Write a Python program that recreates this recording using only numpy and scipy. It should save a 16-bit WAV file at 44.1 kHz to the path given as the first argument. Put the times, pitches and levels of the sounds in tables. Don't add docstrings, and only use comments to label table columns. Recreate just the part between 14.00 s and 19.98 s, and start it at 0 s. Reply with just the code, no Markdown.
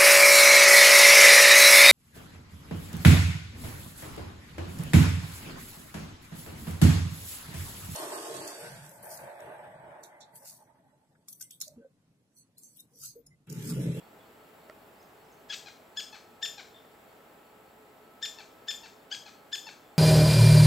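import sys
import numpy as np
from scipy import signal
from scipy.fft import rfft, irfft
from scipy.io import wavfile
from scipy.ndimage import uniform_filter1d

SR = 44100
rng = np.random.default_rng(int(sys.argv[2]) if len(sys.argv) > 2 else 0)


def output_pcm(signal):
    pcm = np.clip(np.atleast_2d(signal).T, -1, 1) * 32767
    wavfile.write(sys.argv[1], SR, np.round(pcm).astype(np.int16))


def boost(x):
    u = np.asarray(x, float) / 20
    return 10 ** u


N = 263718

# f/Hz, density/dB
WASH_MID = [(12, -60), (20, -20.5), (60, -11.5), (119, -7.5), (239, -2.5), (430, -3), (839, -4),
            (1000, -7.5), (1640, -12), (3380, -20), (6430, -29.5), (9600, -28.5), (12500, -24.5),
            (15700, -22.5)]
# f/Hz, density/dB
WASH_SIDE = [(12, -55), (20, -31), (55, -23), (186, -11.5), (370, -5), (816, -3.5), (2630, -13),
             (6250, -29.5), (8000, -31.5), (10000, -33), (13600, -29.5), (15700, -42)]
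# f/Hz, width/Hz, level/dB, flicker/dB
STEADY_BANDS = [
    (429.8, 40, -68.5, 0.5),
    (647.4, 45, -72.5, 1),
    (833, 104, -70.5, 1),
    (7260, 370, -81.5, 0.5),
    (7740, 530, -80, -1),
]
# t/s, level/dB
WHINE_LEVEL = [(0, -71), (1.2, -74.5), (2, -66), (3, -71), (4, -66), (6, -69.5)]
# t/s, start f/Hz, end f/Hz, length/s, level/dB
TWITTERS = [(.957, 4600, 5000, .012, -71), (.972, 5080, 5140, .080, -70), (1.010, 6700, 5500, .021, -63),
            (1.038, 6500, 6700, .010, -73), (1.143, 6900, 6500, .014, -74), (1.174, 6800, 6800, .012, -74),
            (1.241, 5400, 6500, .014, -68), (1.255, 4900, 5250, .010, -72), (1.264, 5220, 5330, .06, -72),
            (1.312, 6950, 5700, .024, -62), (.002, 3400, 3250, .018, -65), (.192, 3450, 3300, .025, -67),
            (.405, 3450, 3350, .03, -68), (.61, 3800, 3750, .03, -75)]
# t/s, level/dB, left minus right/dB
TICKS = [
    (.6975, -40.5, -4),
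    (3.205, -54, .1),
    (2.848, -54, 3),
]
# f/Hz, level/dB, t60/s
TICK_MODES = [(620, -4.7, 0.041), (1330, 2, 0.023), (1910, 2, 0.0068), (3030, -19, 0.0053),
              (4530, -6, 0.0043), (7600, -26, .006)]
# t/s, held f/Hz, length/s, droop power, level/dB
SHARP_NOTES = [
    (1.4995, 1860, .050, 2.2, -37),
    (1.973, 1722, .038, 5.2, -32),
    (2.429, 1805, .036, 4.6, -28.5),
    (4.2282, 1803, .036, 4.6, -30),
    (4.685, 1785, .033, 4.8, -29.5),
    (5.116, 1680, .038, 5.6, -34.5),
    (5.5302, 1758, .031, 5.2, -29),
]
# t/s, held f/Hz, length/s, droop power, level/dB
SOFT_NOTES = [
    (1.661, 838, .038, 2.8, -54.5),
    (2.128, 890, .042, 2.3, -53.5),
    (2.580, 845, .034, 1.9, -51),
    (4.384, 915, .037, 2.3, -53),
    (4.834, 928, .038, 2.2, -52),
    (5.261, 875, .036, 1.9, -54),
    (5.667, 920, .035, 2.4, -51),
]
# f/Hz, level/dB
SHARP_THROAT = [(600, -27), (1100, -21), (1750, -12), (2500, -5.5), (3500, -1.94), (5300, -7.5),
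                (7200, -11), (8300, -25), (9100, -47.5), (10500, -50), (12500, -32), (14500, -42)]
# f/Hz, level/dB
SOFT_THROAT = [(500, -21), (850, -7.5), (1700, -4.5), (2600, -3.5), (4300, 2.4), (5900, -2.5), (7200, -6),
               (8100, -18), (10000, -50)]
# t/s, level/dB
FACING_SLOPE = [(1.5, -33), (2.0, -30), (2.43, -8), (2.6, -11), (4.2, -33), (4.7, -33), (5.12, -27),
                (5.55, -19)]
# f/Hz, level/dB
SCATTER_COLOUR = [(800, -4), (1750, 0), (3500, 0.8), (7000, 7), (9000, 23), (12500, 21), (15000, 19)]
# f/Hz, left minus right/dB
BIRD_PAN = [(500, 3), (1700, 6), (3500, 5.2), (7000, 3.2), (9000, .3), (12000, 1)]


def unit(x):
    return x / np.sqrt(np.mean(x ** 2))


def colour_db(table, hz):
    f, db = np.transpose(table)
    return np.interp(np.log(np.maximum(hz, 1)), np.log(f), db)


def shade(x, table, share=1):
    size = x.shape[-1]
    gain = boost(share * colour_db(table, np.fft.rfftfreq(size, 1 / SR)))
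    return irfft(rfft(x) * gain, size)


def walk(rate, size):
    k = max(int(SR / rate), 1)
    noise = rng.standard_normal(size + 4 * k)
    smooth = uniform_filter1d(uniform_filter1d(noise, k), k)
    return unit(smooth[2 * k:2 * k + size])


def add(out, x, s, pan_db):
    i = int(s * SR)
    x = x[:N - i]
    out[:, i:i + len(x)] += x * boost(np.array([[pan_db / 2], [-pan_db / 2]]))


def narrow(hz, width):
    phase = 2 * np.pi * hz * np.arange(N) / SR
    return walk(width, size=N) * np.cos(phase) + walk(width, size=N) * np.sin(phase)


def distant_wash():
    f = np.fft.rfftfreq(N, 1 / SR)

    def wash(table):
        spectrum = rfft(rng.standard_normal(N)) * boost(colour_db(table, f)) * (f < 15800)
        return unit(irfft(spectrum, N))

    mid = boost(-57.5) * wash(WASH_MID)
    side = boost(-63) * wash(WASH_SIDE)
    swell = boost(0.4 * walk(1.87, size=N))
    return swell * (mid + side * np.array([[1], [-1]]))


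def engines_and_insects():
    out = np.zeros(N)
    for hz, width, db, flicker in STEADY_BANDS:
        out += boost(db + flicker * walk(6.1, size=N)) * narrow(hz, width)
    return out


def far_motor():
    t = np.arange(N) / SR
    level_db = np.interp(t, *np.transpose(WHINE_LEVEL)) + 2 * walk(6.0, size=N)
    return boost(level_db) * np.sin(2 * np.pi * 1308.3 * t + 0.33 * walk(6.4, size=N))


def cricket():
    start_s, period_s = 0.017, 0.19
    cycle = ((np.arange(N) / SR - start_s) / period_s) % 1
    pulse = np.sin(np.pi * np.clip(cycle / .5, 0, 1)) ** .5
    chirp = pulse * boost(-78 + 2.3 * walk(5.6, size=N))
    return chirp * narrow(4380, 170) * boost(np.array([[1.5], [-1.5]]))


def small_birds():
    out = np.zeros((2, N))
    blur_t = np.arange(int(.12 * SR)) / SR
    blur = rng.standard_normal(len(blur_t)) * boost(-60 * blur_t / 0.64)
    blur = blur / np.linalg.norm(blur)
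    for s, hz0, hz1, length, db in TWITTERS:
        u = np.arange(int(length * SR)) / (length * SR)
        hz = hz0 + (hz1 - hz0) * u ** 2.2
        whistle = np.sin(2 * np.pi * np.cumsum(hz) / SR)
        tone = np.sin(np.pi * u) ** .5 * whistle * boost(5 * walk(160, size=len(u)))
        add(out, boost(db - 2.0) * tone, s, 0)
        add(out, boost(db - 5.5) * np.convolve(tone, blur), s + 0.0075, 0)
    return out


def ticks():
    out = np.zeros((2, N))
    t = np.arange(int(.04 * SR)) / SR
    ring = sum(boost(db - 60 * t / t60) * np.sin(2 * np.pi * hz * t) for hz, db, t60 in TICK_MODES)
    for s, db, pan in TICKS:
        add(out, -boost(db - 7) * ring, s, pan)
        add(out, boost(db) * ring, s + .0008, pan)
        add(out, boost(db - 12) * ring, s + .012, pan)
    return out


def note_pitch(t, u, held_hz, power, rough, droop, scoop):
    quick = 1 / (1 + np.exp((t + .001) / .0007))
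    flat = 1 / (1 + np.exp((t - .048 * rough) / .001))
    hz = held_hz * (1 - droop * u ** power)
    hz = hz * (1 - scoop * max(1 - 4 * rough, 0) * quick)
    hz = hz * (1 - scoop * min(3 * rough, .5) * flat)
    return hz * (1 + 0.062 * rough * walk(500, size=4096)[:len(t)])


def note(held_hz, length, power, rough, db, odd_db, throat, droop, lead, scoop, lead_db, fade_db, tire_db):
    t = np.arange(int((lead + length) * SR)) / SR - lead
    u = np.clip(t / length, 0, 1)
    size = len(t)
    sag = u ** power
    hz = note_pitch(t, u, held_hz, power, rough, droop, scoop)
    phase = 2 * np.pi * np.cumsum(hz) / SR
    start = 1 / (1 + np.exp(-(t + .0012) / .001))
    end = (1 - u ** 12) * boost(fade_db * sag + (tire_db + 16 * rough) * u)

    k = np.arange(1, 1 + int(15000 / held_hz))[:, None]
    khz = k * held_hz / 1000
    gains_db = colour_db(throat, k * hz) + odd_db * (k % 2)
    gains_db = gains_db - 9 * rough * (khz - 3.5)
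    gains_db = gains_db - (6 * khz + 18 * (k == 1)) * sag
    voice = (boost(gains_db) * np.sin(k * phase + k * k)).sum(axis=0)
    voice = voice * (1 + .6 * rough * np.sin(phase / 2))
    voice = voice * boost(12 * rough * walk(300, size=4096)[:size])

    breath = unit(shade(rng.standard_normal(size=4096), throat))[:size]
    rasp = .03 + .55 * rough + .3 * sag
    lead_tone = np.sin(2 * np.pi * .93 * held_hz * t)
    lead_in = (1 + t / lead).clip(0, 1) ** 2 * (1 - start) * (lead_tone + 1.3 * breath)
    return boost(db) * (start * end * (voice + rasp * breath) + boost(lead_db) * lead_in)


def woodpecker():
    paths = np.zeros((3, N))
    sharp = dict(throat=SHARP_THROAT, odd_db=-.4, droop=.66, lead=.02, scoop=.2,
                 lead_db=-19, fade_db=11, tire_db=-4.5)
    soft = dict(throat=SOFT_THROAT, odd_db=4, droop=.38, lead=.012, scoop=0.0406,
                lead_db=-8, fade_db=4, tire_db=5)
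    full_effort_db = -32
    # notes, roughness, extra roughness per dB, scatter dB, carrying gain dB, voice
    kinds = [(SHARP_NOTES, .035, .05, -2.5, 2.5, sharp), (SOFT_NOTES, .27, 0, .6, -4, soft)]
    for notes, hoarse, per_db, scatter_db, carry_db, kind in kinds:
        for s, hz, length, power, db in notes:
            rough = hoarse + per_db * max(full_effort_db - db, 0)
            x = note(hz, length, power, rough, db + carry_db, **kind)
            slope_db = np.interp(s, *np.transpose(FACING_SLOPE))
            i = int((s - kind["lead"]) * SR)
            paths[:, i:i + len(x)] += x, boost(scatter_db) * x, boost(slope_db) * x
    return paths


def hillside(direct, scattered, sent):
    t = np.arange(int(.9 * SR)) / SR
    mid, side, far = rng.standard_normal((3, len(t)))
    scrub = boost(-60 * t / 0.35)
    rocks = boost(-26.5 - 60 * t / 1.25)
    shape = (1 - np.exp(-(t / .010) ** 2)) * (scrub + rocks)
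    shape = boost(-5) * shape / np.linalg.norm(shape)

    slope_s, smear_s = .314, .05
    echo = far * (t > slope_s) * np.exp(-np.abs(t - slope_s) / smear_s)
    echo = signal.sosfilt(signal.butter(2, (2600, 4200), "band", fs=SR, output="sos"), echo)
    echo = boost(-27) * echo / np.linalg.norm(echo)
    centre = direct + signal.fftconvolve(sent, echo)[:N]

    bright = shade(scattered, SCATTER_COLOUR)
    ears = []
    for sign in (1, -1):
        scatter = shape * (mid + sign * 0.079 * side)
        ear = centre + signal.fftconvolve(bright, scatter)[:N]
        ears.append(shade(ear, BIRD_PAN, sign / 2))
    return np.array(ears)


def scene():
    background = distant_wash() + engines_and_insects() + far_motor() + cricket()
    return background + small_birds() + ticks() + hillside(*woodpecker())


def band_limit(x):
    return signal.sosfilt(signal.butter(12, 15840, fs=SR, output="sos"), x)


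def record(dry):
    return band_limit(dry)


dry = scene()
out = record(dry)
output_pcm(out)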